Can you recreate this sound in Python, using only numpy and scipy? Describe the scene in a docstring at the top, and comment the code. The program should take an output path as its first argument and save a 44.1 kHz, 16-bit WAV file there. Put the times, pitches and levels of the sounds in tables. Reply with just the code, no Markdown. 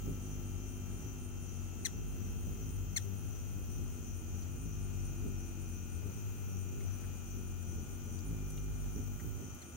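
"""A hummingbird hovers and darts at a hand-held feeder, just beside a phone with two microphone ports.
Its wings load the air periodically, so they hum in harmonics of the beat rate, stir the air and hiss at
the feather edges. It gives short falling chips, and faint ticks sound close by. Behind it a cricket
chorus swells, katydids saw, a mains transformer buzzes and a far engine drones in the yard."""
import sys
import numpy as np
from scipy import signal
from scipy.fft import rfft, irfft, next_fast_len
from scipy.io import wavfile
from scipy.ndimage import uniform_filter1d, map_coordinates

SR = 44100
rng = np.random.default_rng(int(sys.argv[2]) if len(sys.argv) > 2 else 0)


def bounce(signal):
    """Save signal as a 16-bit WAV file at the path given by the first command-line argument."""
    frames = np.transpose(np.atleast_2d(signal))
    limited = np.clip(frames, -1, 1)
    pcm = np.round(limited * 32767).astype(np.int16)
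    wavfile.write(sys.argv[1], SR, pcm)


N = 430416
TIME = np.arange(N) / SR
LEFT, RIGHT = np.array([[1], [0]]), np.array([[0], [1]])


def wings():
    """Aerodynamic sound: one wingbeat cycle drives both the tonal hum and the pulsing air noise."""
    # Sudden moves that stir more air: time_s, boost_db
    darts = [(.09, 10), (1.07, 4), (1.82, 4), (1.98, 4), (2.49, 8.5), (3.81, 5.5), (4.66, 5), (5.27, 10),
             (6.08, 4.5), (6.82, 1.5), (7.37, 4), (8.32, 5), (8.98, 8.5), (9.249, 6.5), (9.42, 6.5)]
    dart_db = bumps(*np.transpose(darts), width_s=0.02497)
    beat_hz, facing, lift_db, sweep_db, lift_right_db = flight(dart_db)
    phase = 2 * np.pi * np.cumsum(beat_hz * (1 + 0.00401 * wobble(18)[0])) / SR
    hum = wing_hum(phase, dart_db, facing, lift_db, sweep_db, lift_right_db)
    return hum + downwash(phase, dart_db, lift_db) + feather_hiss(phase, dart_db)


def flight(dart_db):
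    """Relaxation: each move turns the bird and pushes up the beat rate, which then decays toward rest."""
    # Held poses; facing runs from -1 (sideways) to 1 (toward the phone):
    # start_s, push_hz, facing, lift_left_db, sweep_right_db, lift_right_minus_left_db
    moves = [(0.0, 5.6, 0.43, -43, -43.5, -8), (0.221, 7.8, 0.73, -41, -48, -7),
             (0.58, 10.6, 0.7, -42, -47.5, -8), (0.981, 11.8, 0.46, -42.5, -51.5, -11),
             (1.77, 7.3, 0.29, -40, -51, -15), (1.899, 15, 0.098, -40, -46, -7),
             (2.15, 3.56, 0.19, -41, -48, -3), (2.55, 14.4, 0.4, -39.5, -45, -11),
             (2.96, 6.1, -0.61, -40, -55.5, -9), (3.17, 12.3, -0.11, -38.5, -49, -10),
             (3.699, 6.04, 0.11, -40, -49, -6.5), (3.94, 2.92, 0.45, -41, -49.5, -10),
             (4.439, 8.4, 0.12, -39.5, -47, -17.5), (4.58, 15.1, 0.44, -40, -44, -7),
             (4.89, 2.6, 0.38, -39.5, -44, -9), (5.15, 4.67, 0.48, -39, -46, -7),
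             (5.41, 3.2, 0.45, -40, -49, -11), (5.98, 12.6, -0.34, -37.5, -52, -14.5),
             (6.11, 13, -0.31, -40.5, -51, -5), (6.7, 7.35, -0.09, -37.5, -50, -7),
             (6.94, 1.29, 0.21, -39.5, -49.5, -20), (7.25, 4.63, 0.53, -41, -50.5, -8),
             (7.83, 10.9, 0.31, -40.5, -51.5, -16), (8.23, 21, 0.61, -40.5, -43.5, -7),
             (8.47, 6.3, 0.22, -41.5, -43, -7), (8.61, 6.54, 0.33, -39, -43, -10),
             (8.89, 6.3, 0.39, -41.5, -45.5, -6), (9.17, 13.9, 0.17, -46.5, -49, 5.5),
             (9.4, 1.49, 0.49, -51, -64, -1.5), (9.58, 2.16, 0.71, -63, -66, -4)]
    start_s, push_hz, *pose = np.transpose(moves)
    rest_hz, opening_excess_hz, lasting_share = 39.91, 8.4, 0.225
    rise_s, overshoot_s, sag_s, settle_s = 0.055, 0.085, 1.43, 0.06
    age_s = np.maximum(TIME - start_s[:, None], 0)
    rise = 1 - np.exp(-age_s / rise_s)
    fall = lasting_share * np.exp(-age_s / sag_s) + (1 - lasting_share) * np.exp(-age_s / overshoot_s)
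    beat_hz = rest_hz + opening_excess_hz * np.exp(-TIME / sag_s) + push_hz @ (rise * fall)
    beat_hz += 0.37 * dart_db  # a dart briefly quickens the beat
    held = np.array(pose)[:, np.maximum(np.searchsorted(start_s, TIME) - 1, 0)]
    facing, lift_db, sweep_db, lift_right_db = uniform_filter1d(held, round(settle_s * SR), axis=1)
    swell = lambda delay_s, width_s: bumps(np.clip(start_s + delay_s, 0, None), push_hz, width_s)
    lift_db += 0.1159 * swell(-0.063, 0.046)  # lift swells just before a push
    lift_db -= 0.5 * swell(0.029, 0.02)  # and falters as it begins
    sweep_db += 0.14 * swell(0.088, 0.027)
    return beat_hz, facing, lift_db, sweep_db, lift_right_db


def wing_hum(phase, dart_db, facing, lift_db, sweep_db, lift_right_db):
    """Dipole near field: each harmonic of the beat reaches the two ports with its own size and sign."""
    # Both half strokes push air down, so lift sounds in even harmonics: order, offset_db
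    lift_overtones = [(4, -30), (6, -40.5), (8, -36.5), (10, -51.5)]

    def tone(order, db, lead_rad, spread_db):
        return np.sqrt(2) * amp(db + spread_db * wobble(14, count=2)) * np.cos(order * phase + lead_rad)

    lift_lead_rad = (3.08 + 2.42 * facing) * LEFT
    reversal_db = -54.5 + 1.16 * (sweep_db + 46.5) + 1.2 * facing  # stroke reversal follows the sweep
    flutter_db = -59.5 + 7.6 * facing + 0.31 * np.minimum(lift_db + 41.5, 0)  # tips: louder in front
    hum = (facing * LEFT + RIGHT) * tone(1, sweep_db, 0, spread_db=3)
    hum += tone(3, reversal_db + 0.55 * dart_db, -1.1 * LEFT, spread_db=1.64)
    hum += tone(5, flutter_db + 0.66 * dart_db, -0.4 * LEFT, spread_db=1.64)
    hum += tone(7, flutter_db - 7, 0, spread_db=3)
    hum += tone(2, lift_db + RIGHT * lift_right_db, lift_lead_rad, spread_db=1.97)
    # A dart sharpens the stroke; facing away hides the overtones from the right port.
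    overtone_db = 0.62 * lift_db + 0.96 * dart_db - 4 * facing + (14 * facing - 9) * RIGHT
    for order, offset_db in lift_overtones:
        hum += tone(round(order), overtone_db + offset_db, lift_lead_rad, spread_db=3.5)
    return hum


def downwash(phase, dart_db, lift_db):
    """Turbulence: stirred air makes a low rush that pulses on each half stroke."""
    # Spectral shape of the rush: frequency_hz, left_db, right_db
    spectrum = [(20.2, -29, -46), (39.8, -10, -7), (74, 4, 6), (135, -2, -1.5), (242, -5, -5),
                (414, -11, -10.5), (574, -24, -25.5), (1560, -57, -50)]
    leaving_db = 0.14 * np.minimum(lift_db + 46.5, 0)
    gain = amp(-49.5 + dart_db + leaving_db + 1.26 * wobble(7))
    return gain * unit((1 + 0.22 * np.cos(2 * phase)) * noise(coloured(spectrum), coherence=0.62))


def feather_hiss(phase, dart_db):
    """Edge noise: the feathers hiss on every half stroke, more on the down stroke."""
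    # Base level of the hiss: time_s, level_db
    envelope = [(0, -59), (1.8, -64), (2.3, -57), (5.4, -61.5), (6.5, -57.5), (8, -60.5), (9.3, -56),
                (9.6, -69)]
    puffs = 1 + 0.76 * np.cos(2 * phase) + 0.27 * np.cos(phase)
    hiss = unit(noise(coloured([(2500, -34, -34), (9150, -22, -20), (15400, 5, -9)])))
    return amp(curves(envelope) + 0.41 * dart_db + 0.6 * wobble(7.4)) * puffs * hiss


def chips():
    """Source and filter: the throat shapes a falling harmonic call, which wall and fence reflect."""
    # Calls: start_s, source_db, left_minus_right_db, pitch_hz
    calls = [(1.848, -32, 7.5, 2138), (2.961, -31.5, 6, 2200), (9.057, -62.5, 9, 2780),
             (9.614, -55, 5, 2198)]
    # Contour of one call: time_s, pitch_ratio, gain_db
    glide = [(0, 1.02, -14), (.004, 0.97, 1), (.010, .96, 2.5), (.014, .88, 1.5), (.019, .79, -1),
             (.022, .72, -7.5), (.025, 0.65, -24)]
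    # Throat response: frequency_hz, gain_db
    throat = [(1400, -11), (2200, -3.5), (4000, -3.5), (5000, -11), (6200, 1.5), (8200, -7), (10500, -13),
              (12500, -24), (15000, -13)]
    out, t = np.zeros((2, N + SR)), np.arange(round(glide[-1][0] * SR)) / SR
    pitch_ratio, contour_db = curves(glide, t)
    orders = np.arange(1, 10)[:, None]
    right_delay_s, reverb_s = 0.0012, 0.12
    for start_s, source_db, pan_db, pitch_hz in calls:
        hz = orders * pitch_hz * pitch_ratio
        harmonics = coloured(throat)(hz)[0] * np.sin(2 * np.pi * np.cumsum(hz, axis=1) / SR)
        hoarseness = 1 + 1.6 * uniform_filter1d(rng.standard_normal(len(t)), size=40)
        call = amp(source_db + contour_db) * harmonics.sum(axis=0) * hoarseness
        out[0, round(start_s * SR):][:len(t)] += call
        out[1, round((start_s + right_delay_s) * SR):][:len(t)] += call * amp(-pan_db)
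    echo = rng.standard_normal((2, SR // 8)) * amp(-60 * np.arange(SR // 8) / SR / reverb_s)
    echo /= np.linalg.norm(echo[0])
    return out[:, :N] + amp(-15.5) * signal.fftconvolve(out, echo, axes=1)[:, :N]


def ticks():
    """Exponential decay: each faint dry tick is a noise burst, with a ringing tone in the lower ones."""
    # Ticks close by: start_s, level_db, centre_hz
    events = [(.43, -69, 4300), (4.42, -66, 4297), (5.615, -59.5, 8514), (5.68, -63, 9970),
              (5.692, -61, 12530), (6.805, -60, 2185), (7.038, -60, 1480), (8.187, -62.5, 4800),
              (8.501, -53, 8910), (8.52, -60.5, 10990), (8.567, -57, 11000), (8.575, -58.5, 2860),
              (9.196, -56, 1904), (9.545, -57, 11000)]
    out, t = np.zeros((2, N + SR)), np.arange(SR // 50) / SR
    attack_s, t60_s = 0.0017, 0.058
    envelope = amp(5.5 - 60 * t / t60_s) * (1 - np.exp(-t / attack_s))
    for start_s, level_db, hz in events:
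        sos = signal.butter(2, [0.72 * hz, 1.4 * hz], "bandpass", fs=SR, output="sos")
        burst = unit(signal.sosfilt(sos, rng.standard_normal(len(t))))
        ring = np.sin(2 * np.pi * hz * t) * (hz < 5000)
        out[:, round(start_s * SR):][:, :len(t)] += amp(level_db - 5 * RIGHT) * envelope * (burst + ring)
    return out[:, :N]


def crickets():
    """Incoherent summation: many crickets blur into noise bands, the near one swelling and trilling."""
    # Runs of chorus swells: start_s, count, interval_s
    swell_runs = [(.31, 3, .375), (1.54, 8, .365), (4.38, 5, .345), (6.17, 3, .375), (7.33, 5, .41),
                  (9.49, 1, 0)]
    swells = amp(-57.5) * uneven_bumps(runs(swell_runs), spread_db=0.5, width_s=0.049)
    trill = 1 + 0.14 * np.cos(2 * np.pi * np.cumsum(100 + 4 * wobble(5.7)[0]) / SR)
    near = (amp(-63) + 0.5 * swells) * trill * unit(noise(band(6057, 365), coherence=0.055))
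    far = amp(-62.5 + 0.67 * wobble(6)) * unit(noise(band(6680, 770), coherence=0.058))
    return near * amp([[2], [-3]]) + far * amp([[1], [-1.5]])


def katydids():
    """Stridulation: three katydids saw, each at its own pitch and pace, two with fast tooth pulses."""
    # Runs of strokes of the middle-pitched insect: start_s, count, interval_s
    stroke_runs = [(.24, 4, .235), (1.26, 8, .29), (3.52, 29, .2203)]
    teeth = (1 + np.cos(2 * np.pi * np.cumsum(112 + 5 * wobble(5.9)[0]) / SR)) ** 0.12
    strokes = 0.14 + uneven_bumps(runs(stroke_runs), spread_db=1.9, width_s=0.034)
    middle = strokes * amp(-64.5) * unit(teeth * noise(band(9010, 400)))
    high = amp([[-69], [-64]]) * unit(teeth * noise(band(9320, 250)))
    low = amp([[-68], [-78]]) * unit(noise(band(8270, 300)))
    high *= 0.096 + uneven_bumps(np.arange(0.105, N / SR, 0.2208), spread_db=1.9, width_s=0.02)
    low *= 0.11 + uneven_bumps(np.arange(0.013, N / SR, 0.112), spread_db=2.2, width_s=0.015)
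    return middle + high + low


def transformer():
    """Interference: each overtone of the buzz fades in and out as it meets its slowly shifting echo."""
    # Harmonics of twice the mains frequency: order, left_db, right_db, left_lead_rad, null_s, period_s
    overtones = [(9, -73, -79, 1.4, 5, 60), (10, -67, -78, .1, 4, 60), (11, -64, -71, -.1, 5.25, 60),
                 (12, -68, -69, 1.6, -2, 60), (17, -84, -87, 1.6, 6, 12), (20, -74, -73, -1.6, 2.75, 9),
                 (21, -75, -75, -.1, .5, 10), (22, -77, -78, .6, 4, 4.5), (23, -76, -72, -1.1, 8.25, 20),
                 (24, -75, -82, 1.5, 2, 9), (25, -81, -85, -1.1, -1.25, 7.5), (26, -66, -73, -.6, 7, 60),
                 (27, -72, -76, 2.5, 4, 60), (28, -86, -86, 1.1, 1, 4.5)]
    fundamental_hz, buzz = 120.02, 0
    for order, left_db, right_db, lead_rad, null_s, period_s in overtones:
        fading = np.abs(1 - 0.6 * np.exp(2j * np.pi * (TIME - null_s) / period_s))
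        phase = 2 * np.pi * fundamental_hz * order * TIME + rng.uniform(0, 2 * np.pi) + lead_rad * LEFT
        level_db = left_db * LEFT + right_db * RIGHT + 1.2 * wobble(2, count=2)
        buzz += np.sqrt(2) * amp(level_db) * fading * np.sin(phase)
    return buzz


def far_engine():
    """Slow modulation: a far engine is one low tone that wavers in pitch and level."""
    # Course of the drone: time_s, pitch_hz, level_db
    drone = [(0, 85.55, -67), (2.6, 85.55, -49.5), (3.3, 81.88, -53), (4.7, 82.37, -50.5), (6, 83.15, -59),
             (7.5, 82.18, -74), (9.76, 83.1, -54)]
    pitch_hz, level_db = curves(drone)
    return np.sqrt(2) * amp(level_db + 1.4 * wobble(3.1)) * np.sin(2 * np.pi * np.cumsum(pitch_hz) / SR)


def yard():
    """Noise floor: distant traffic, leaves and microphone hiss, nearly uncorrelated between the ports."""
    # Spectral density: frequency_hz, left_db_per_hz, right_db_per_hz
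    spectrum = [(403, -100, -100), (583, -90.5, -96.5), (790, -91, -89), (1054, -97.5, -100),
                (1365, -93, -96.5), (1800, -100, -104), (2580, -98.5, -101), (3780, -105, -108),
                (5500, -104, -111), (7400, -101, -108), (10300, -107, -107), (11800, -105, -105),
                (15400, -99, -110)]
    drift = amp(0.7 * wobble(5, count=2))
    return np.sqrt(SR / 2) * drift * noise(coloured(spectrum), coherence=0.012)


def amp(db):
    """Decibels to amplitude ratio."""
    return 10 ** (np.asarray(db) / 20)


def unit(x):
    """Normalisation to rms 1."""
    return x / np.sqrt(np.mean(x ** 2))


def curves(rows, at=TIME):
    """Linear interpolation of each later column against the first."""
    knots, *columns = np.transpose(rows)
    return np.array([np.interp(at, knots, column) for column in columns])


def wobble(rate_hz, count=1):
    """Smooth random curves: splines through rate_hz knots a second."""
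    knots = rng.standard_normal((count, int(N * rate_hz / SR) + 4))
    return np.array([map_coordinates(row, [TIME * rate_hz]) for row in knots])


def filtered(x, response):
    """Linear filtering: the spectrum of x times a frequency response."""
    size = next_fast_len(N + 8192)
    return irfft(rfft(x, size) * response(np.fft.rfftfreq(size, 1 / SR) + 1), size)[..., :N]


def noise(response, coherence=0):
    """Partial coherence: coloured noise at both ports, a share of it common."""
    common, separate = rng.standard_normal((2, N))
    right = coherence * common + np.sqrt(1 - coherence ** 2) * separate
    return filtered(np.array([common, right]), response)


def coloured(points):
    """Frequency response through (hz, db, ...) points on a logarithmic axis."""
    return lambda hz: amp(curves([(np.log(f), *db) for f, *db in points], np.log(hz)))


def band(centre_hz, width_hz):
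    """Frequency response of a steep resonance."""
    return lambda hz: 1 / (1 + ((hz - centre_hz) / (width_hz / 2)) ** 2)


def bumps(times_s, heights, width_s):
    """Bell-shaped swells: impulses smoothed by a Gaussian."""
    pulses = np.bincount(np.round(np.asarray(times_s) * SR).astype(int), heights, N)[:N]
    area = SR * width_s * np.sqrt(2 * np.pi)
    return np.abs(filtered(pulses, lambda hz: area * np.exp(-2 * (np.pi * hz * width_s) ** 2)))


def uneven_bumps(times_s, spread_db, width_s):
    """Swells whose heights scatter about 1."""
    return bumps(times_s, amp(spread_db * rng.standard_normal(len(times_s))), width_s)


def runs(rows):
    """Times of evenly spaced repeats."""
    return np.concatenate([start_s + gap_s * np.arange(count) for start_s, count, gap_s in rows])


def scene():
    """Superposition: the pressures of all sources add at the two ports."""
    return wings() + chips() + ticks() + crickets() + katydids() + transformer() + far_engine() + yard()


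def record(dry):
    """Band limiting: the phone keeps nothing above its cutoff."""
    cutoff_hz = 15780
    return filtered(dry, lambda hz: hz < cutoff_hz)


dry = scene()
out = record(dry)
bounce(out)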